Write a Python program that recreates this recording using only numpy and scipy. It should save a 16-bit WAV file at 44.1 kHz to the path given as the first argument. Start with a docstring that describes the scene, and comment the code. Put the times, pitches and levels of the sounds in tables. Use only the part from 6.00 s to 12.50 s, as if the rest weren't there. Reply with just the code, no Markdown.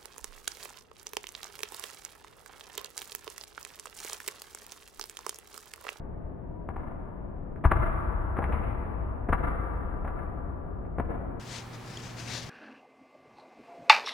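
"""A large hall with a sprung court floor: a runner's footfalls and scuffs as if played back at quarter speed.
Sole slaps are shaped noise bursts, floor thumps damped sines; wall echoes and a long boomy tail are
convolved on, over ventilation noise and a far shoe squeak, a swelling wavering tone.
Then a cut to a quiet living room at normal speed: sleeves rustle (grainy noise), a small tick rings (decaying
sines), mains hum wavers (sines) and the room hisses (shaped noise)."""
import sys
import numpy as np
from scipy import signal
from scipy.fft import rfft, irfft
from scipy.io import wavfile
from scipy.ndimage import uniform_filter1d

SR = 44100
rng = np.random.default_rng(int(sys.argv[2]) if len(sys.argv) > 2 else 0)


def rack_gain(trim_db):
    """Turn a fader trim in dB into the linear factor to multiply a signal by."""
    fader = np.asarray(trim_db, float)
    return 10 ** (fader / 20)


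def wav_out(sig):
    """Save sig, one row per channel (or a flat mono array), as 16-bit PCM at SR to the path in sys.argv[1]."""
    wavfile.write(sys.argv[1], SR, np.round(np.clip(np.atleast_2d(sig).T, -1, 1) * 32767).astype(np.int16))


N = 286473
T = np.arange(N) / SR
HZ = np.fft.rfftfreq(N, 1 / SR) + 1  # 1 Hz up, so that logarithms stay finite


def along(table, hz, column=1):
    """Logarithmic frequency scale: reads a table column by interpolation along it."""
    rows = np.array(table, float)
    return np.interp(np.log(hz), np.log(rows[:, 0]), rows[:, column])


def level(x, db):
    """Root-mean-square level: scales a signal to it."""
    return x * rack_gain(db) / np.sqrt(np.mean(x ** 2))


def pair(likeness):
    """Interchannel coherence: spectra of two noises that share a part in each band."""
    mid, side = rfft(rng.standard_normal((2, N)))
    c = np.clip(likeness, 0, 1)
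    return mid * np.sqrt(1 + c) + np.array([[1], [-1]]) * side * np.sqrt(1 - c)


def band_of(spectrum, hz, per_octave):
    """Filter-bank analysis: one triangular band of a spectrum, as a signal."""
    weight = np.maximum(1 - per_octave * np.abs(np.log2(HZ / hz)), 0)
    return irfft(spectrum * weight, N)


def walk(rate):
    """Smoothed random modulation: random levels held 1 / rate s and slewed twice."""
    hold = int(SR / rate)
    held = np.repeat(rng.standard_normal(N // hold + 1), hold)
    return 1.3 * uniform_filter1d(uniform_filter1d(held, hold), hold)[:N]


def lean_left(db):
    """Intensity stereophony: gains that set the left channel db above the right."""
    return rack_gain(np.array([[.5], [-.5]]) * db)


LEAD_IN = 1024  # samples before first touch
# resonances of the sole: (frequency [Hz], width [Hz], level [dB])
SOLE_MODES = [(700, 230, 0.5), (1050, 160, -12), (1250, 690, -11), (1658, 56, -4), (2000, 17, -23.5)]
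# spectral colour of the slap: (frequency [Hz], level [dB])
SLAP_COLOUR = [(20, -57.5), (90, -3.5), (200, 15), (500, -1.5), (1200, -2.3), (2200, -12), (3200, -28.5),
               (4200, -39)]


def sole_contact(slap_db, thump_db, tilt_db, knock_hz, contact_ms):
    """Impact excitation: air and rubber crackle out and ring the sole; the boards flex once and sway on."""
    size = 16384
    t = (np.arange(size) - LEAD_IN) / SR
    f = np.fft.rfftfreq(size, 1 / SR) + 1
    contact_s = contact_ms / 1000
    u = np.maximum(t, 0) / contact_s
    crackle = u ** 1.94 * np.exp(-u ** 1.61) * rng.standard_normal(size)

    ring = 0
    for hz, width, db in SOLE_MODES:
        ring = ring + rack_gain(db) * 1j * f * width / (hz * hz - f * f + 1j * f * width)
    # the part of the sole that lands first adds its own knock
    knock_q, knock_db = 3.3, 2
    x = f / knock_hz
    ring += rack_gain(knock_db) * 1j * x / knock_q / (1 - x * x + 1j * x / knock_q)

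    # the crackle feeds every band alike: its power is evened over 90 bins
    crackle = rfft(crackle)
    crackle = crackle / np.sqrt(uniform_filter1d(np.abs(crackle) ** 2, size=90))
    colour_db = along(SLAP_COLOUR, f) + tilt_db * np.log2(np.maximum(f, 200) / 1000)
    slap = irfft(crackle * (ring + .5) * rack_gain(colour_db))

    thump_hz, thump_lag_s, thump_cycles = 58.9, 0.0117, 0.21
    late = t - thump_lag_s - contact_s
    turns = late * thump_hz
    thump = -np.sin(2 * np.pi * turns) * np.exp(.5 - .5 * (turns / thump_cycles) ** 2)
    boards_hz, boards_t60_s, boards_db = 36.2, 0.34, -17  # level relative to the thump
    late = np.maximum(late, 0)
    sway = -rack_gain(boards_db - 60 * late / boards_t60_s) * np.sin(2 * np.pi * boards_hz * late)

    contact = rack_gain(slap_db) * slap / np.abs(slap).max() + rack_gain(thump_db) * (thump + sway)
    return contact * signal.windows.tukey(size, .1)


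# footfalls and scuffs, the first still ringing from before the start:
# (first touch [s], slap peak [dB], floor thump peak [dB], knock [Hz], contact time [ms])
FOOTFALLS_AND_SCUFFS = [(-.35, -26.5, -36.5, 700, 6.3), (.687, -25.5, -39, 905, 2.5),
                        (.76, -25.5, -34, 900, 4.05), (1.557, -40.5, -38.5, 1500, 4),
                        (1.637, -13, -10, 1050, 11.16), (1.71, -11, -20.5, 1250, 6.7),
                        (2.358, -27, -40.5, 1230, 11), (2.384, -18.5, -27, 518, 4.9),
                        (2.415, -25.5, -27.5, 977, 10.2), (2.437, -22, -30.5, 2000, 3.9),
                        (2.518, -31.5, -24.5, 2450, 8.8), (3.284, -18.5, -19, 525, 7.7),
                        (3.322, -13.5, -22.5, 1250, 6.74), (4.045, -29, -31, 700, 4.44),
                        (4.071, -29.5, -34, 1363, 7.05), (4.848, -49.5, -36.5, 2000, 3.7),
                        (4.982, -20.5, -27.5, 460, 2.9), (4.996, -17, -33, 593, 4.06)]


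def footfalls_and_scuffs():
    """Source distance: returns the sounds heard directly and those sent to the hall, with a lead before 0 s."""
    lead = SR // 2
    direct, sent = np.zeros((2, N + lead))
    for s, slap_db, thump_db, knock_hz, contact_ms in FOOTFALLS_AND_SCUFFS:
        # a higher knock goes with a brighter slap (dB per octave)
        tilt_db = 1.22 + 2 * np.log2(knock_hz / 1000)
        contact = sole_contact(slap_db, thump_db, tilt_db, knock_hz, contact_ms)
        # fainter slaps are further off, so the hall holds more of them
        share_db = -0.97 - 0.25 * (slap_db + 24.5)
        k = int(s * SR) + lead - LEAD_IN
        direct[k:k + len(contact)] += contact
        sent[k:k + len(contact)] += contact * rack_gain(share_db)
    return direct, sent, lead


# likeness of the two sides in the hall: (frequency [Hz], common share [0 to 1])
HALL_COHERENCE = [(40, 1), (90, 0.56), (180, 0.21), (400, 0.0075)]


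def hall_noise():
    """Diffuse-field coherence: spectra of two noises, alike in the bass and independent higher up."""
    return pair(along(HALL_COHERENCE, HZ))


# wall reflections: (delay [s], scattered treble [dB], smear [s], mirrored bass [dB])
WALLS = [(.004, -6.5, 0.0072, -20.5), (0.043, -15.5, 0.0085, -18.5), (0.101, -10, 0.0077, -17.5),
         (0.14, -15, 0.0084, -5.5), (0.177, -28, .02, -7.5)]
# reverberant tail: (frequency [Hz], t60 [s], level [dB])
TAIL = [(31.7, 5.2, -40.5), (72.5, 18, -43.5), (107, 7.6, -45.5), (172, 4.9, -41.5), (420, 6.3, -38.5),
        (865, 7.94, -42), (1780, 2.84, -40.5), (2540, 3.04, -42), (3800, 2.8, -40)]


def hall_response():
    """Reflection and reverberation: smeared wall echoes and a tail that builds up, then decays band by band."""
    build_s, wall_bass_hz = 0.1, 194
    noise = hall_noise()
    out = 0
    for hz in 22 * 2 ** np.arange(0, 8, .5):
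        decay_db = along(TAIL, hz, column=2) - 60 * T / along(TAIL, hz)
        out = out + band_of(noise, hz, 2) * rack_gain(decay_db)
    out = out * (1 - np.exp(-(T / build_s) ** 2))
    white = irfft(noise, N)
    for delay, db, smear, bass_db in WALLS:
        u = np.maximum(T - delay, 0) / smear
        out += rack_gain(db) * white * 2 * u * np.exp(-u) / np.sqrt(smear * SR)
        # long waves see a flat wall and come back whole
        mirrored = np.exp(-(HZ / wall_bass_hz) ** 2 - 2j * np.pi * (HZ - 1) * delay)
        out += rack_gain(bass_db) * irfft(mirrored, N)
    return out


def squeak():
    """Tonal emission with modulation: a far shoe's thin wavering tone swells until it stops."""
    start, length, attack, release = .432, .198, .03, .021  # s
    mean_hz, end_db, swell_db_per_s = 960, -56.5, 41
    end = start + length
    on = np.interp(T, [start - attack, start, end, end + release], [0, 1, 1, 0])
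    db = end_db - swell_db_per_s * np.maximum(end - T, 0) + 2.5 * walk(40)
    hz = mean_hz + 12 * walk(60)
    return on * rack_gain(db) * np.sqrt(2) * np.sin(2 * np.pi * np.cumsum(hz) / SR)


# ventilation spectrum: (frequency [Hz], relative level [dB per Hz])
VENT_SPECTRUM = [(12, -22.5), (20, -2), (80, -8), (137, -11.5), (175, -9), (229, -16), (262, -14.5),
                 (419, -17.5), (448, -20), (671, -21.5), (784, -30.5), (1680, -42.5), (4200, -72),
                 (5460, -109), (9240, -120)]


def ventilation():
    """Broadband flow noise: random noise weighted by a falling spectrum."""
    return level(irfft(hall_noise() * rack_gain(along(VENT_SPECTRUM, HZ)), N), -39)


def hall():
    """Superposition of direct and reverberant sound: sole contacts, their echo, ventilation and squeak."""
    direct, sent, lead = footfalls_and_scuffs()
    tail = signal.fftconvolve(sent[None], hall_response(), axes=1)[:, lead:lead + N]
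    return (direct[lead:] + tail + ventilation() + squeak()) * lean_left(3.5)


def quarter_speed(x):
    """Spectral imaging: coarse samples joined by straight lines leave faint mirror bands up high."""
    slow_sr, top_hz = 12000, 4050  # the few samples a second of slowed sound, and its upper limit
    x = signal.sosfilt(signal.ellip(8, .2, 70, top_hz, fs=SR, output="sos"), x)
    coarse = np.arange(0, N / SR, 1 / slow_sr)
    # fourfold oversampling, to read the sound accurately at the coarse times
    fine = signal.resample_poly(x, 4, 1, axis=1)
    at = np.arange(fine.shape[1]) / SR / 4
    return np.array([np.interp(T, coarse, np.interp(coarse, at, c)) for c in fine])


# arm movements: (loudest time [s], level [dB], rise and fall [s], brightest band [Hz])
ARM_MOVEMENTS = [(5.398, -53, 0.033, 4740), (5.542, -43, 0.047, 6640), (5.745, -52, 0.015, 5160),
                 (5.925, -51, 0.061, 5360), (6.06, -49.5, 0.05, 5200), (6.201, -45, 0.024, 5000),
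                 (6.28, -47.5, 0.061, 4860), (6.347, -40, 0.052, 4630), (6.45, -49.5, .05, 5100)]


def arms():
    """Power summation: movements swell and fade like bells; the strongest weighs most in the brightest band."""
    rest_db = -63.5
    swells = [rack_gain(db) ** 2 * np.exp(-((T - s) / width) ** 2) for s, db, width, _ in ARM_MOVEMENTS]
    power = np.array(swells) + rack_gain(rest_db) ** 2 / len(ARM_MOVEMENTS)
    total = power.sum(axis=0)
    peak_hz = np.array(ARM_MOVEMENTS)[:, -1] @ power / total
    return np.sqrt(total), peak_hz


# spectrum of rubbed cloth: (frequency [Hz], relative level [dB per Hz])
CLOTH_SPECTRUM = [(200, -7), (500, 1), (1200, -3), (2400, 0.5), (4500, -2.5), (6500, -3.5), (9000, -13.5),
                  (16000, -34.5)]


def sleeves():
    """Friction noise: cloth rubs in fine grains, its brightest band moving with the arms."""
    lift_peak_db, lift_octaves = 3, 0.19
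    rub, peak_hz = arms()
    grains = irfft(pair(1.0), N) * rack_gain(1.3 * walk(120))
    grains = rfft(grains) * rack_gain(along(CLOTH_SPECTRUM, HZ))
    cloth = 0
    for hz in 250 * 2 ** np.arange(0, 6.5, 1 / 3):
        lift_db = lift_peak_db * np.exp(-.5 * (np.log2(peak_hz / hz) / lift_octaves) ** 2)
        cloth = cloth + band_of(grains, hz, 3) * rack_gain(lift_db + 1.5 * walk(14))
    return level(cloth, 0) * rub * lean_left(9.5)


# ticks: (time [s], level [dB])
TICKS = [(5.9714, -31)]
# modes of the small hard thing: (frequency [Hz], relative level [dB], t60 [s])
HARD_MODES = [(360, -1, 0.024), (3240, 6.5, 0.013), (5760, -11.5, 0.018), (6960, 0.5, 0.013)]


def tick():
    """Modal decay: a small hard thing rings in a few quickly damped sines."""
    out = 0
    for s, db in TICKS:
        t = np.maximum(T - s, 0)
        onset = np.minimum(t / 0.0022, 1)
        for hz, mode_db, t60 in HARD_MODES:
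            out = out + rack_gain(db + mode_db - 60 * t / t60) * np.sin(2 * np.pi * hz * t) * onset
    return out


# mains hum partials: (frequency [Hz], mean rms level [dB])
HUM_PARTIALS = [(118.4, -46.5), (242.2, -58.5)]


def mains_hum():
    """Amplitude modulation: steady sines whose levels waver independently."""
    out = 0
    for hz, db in HUM_PARTIALS:
        out = out + rack_gain(db + 1.2 * walk(14)) * np.sqrt(2) * np.sin(2 * np.pi * hz * T)
    return out


# living-room noise spectrum: (frequency [Hz], relative level [dB per Hz])
ROOM_SPECTRUM = [(15, -64), (25, -9.5), (64, -12), (89, -7), (134, -3.5), (293, -13), (354, -11.5),
                 (591, -18), (754, -15.5), (1190, -18), (16000, -47)]


def room_hiss():
    """Broadband background noise: a weighted spectrum, partly common to both sides."""
    likeness = along([(130, 0.95), (400, 0.47), (4000, 0.65), (15000, .3)], HZ)  # (Hz, common share)
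    return level(irfft(pair(likeness) * rack_gain(along(ROOM_SPECTRUM, HZ)), N), -44)


def living_room():
    """Superposition: sleeves, tick, hum and hiss add linearly."""
    return sleeves() + tick() + mains_hum() + room_hiss()


def scene():
    """Crossfade by complementary gains: the slowed hall, then a cut to the room within 2 ms."""
    cut_s = 5.397
    after = np.clip((T - cut_s) / .002 + .5, 0, 1)
    return (1 - after) * quarter_speed(hall()) + after * living_room()


def top_cut(x):
    """Nothing passes above the cut-off."""
    return signal.sosfilt(signal.butter(12, 16500, fs=SR, output="sos"), x)


def record(dry):
    """Unity-gain transfer: the finished mix passes on with no level change or filter of its own."""
    return top_cut(dry)


dry = scene()
out = record(dry)
wav_out(out)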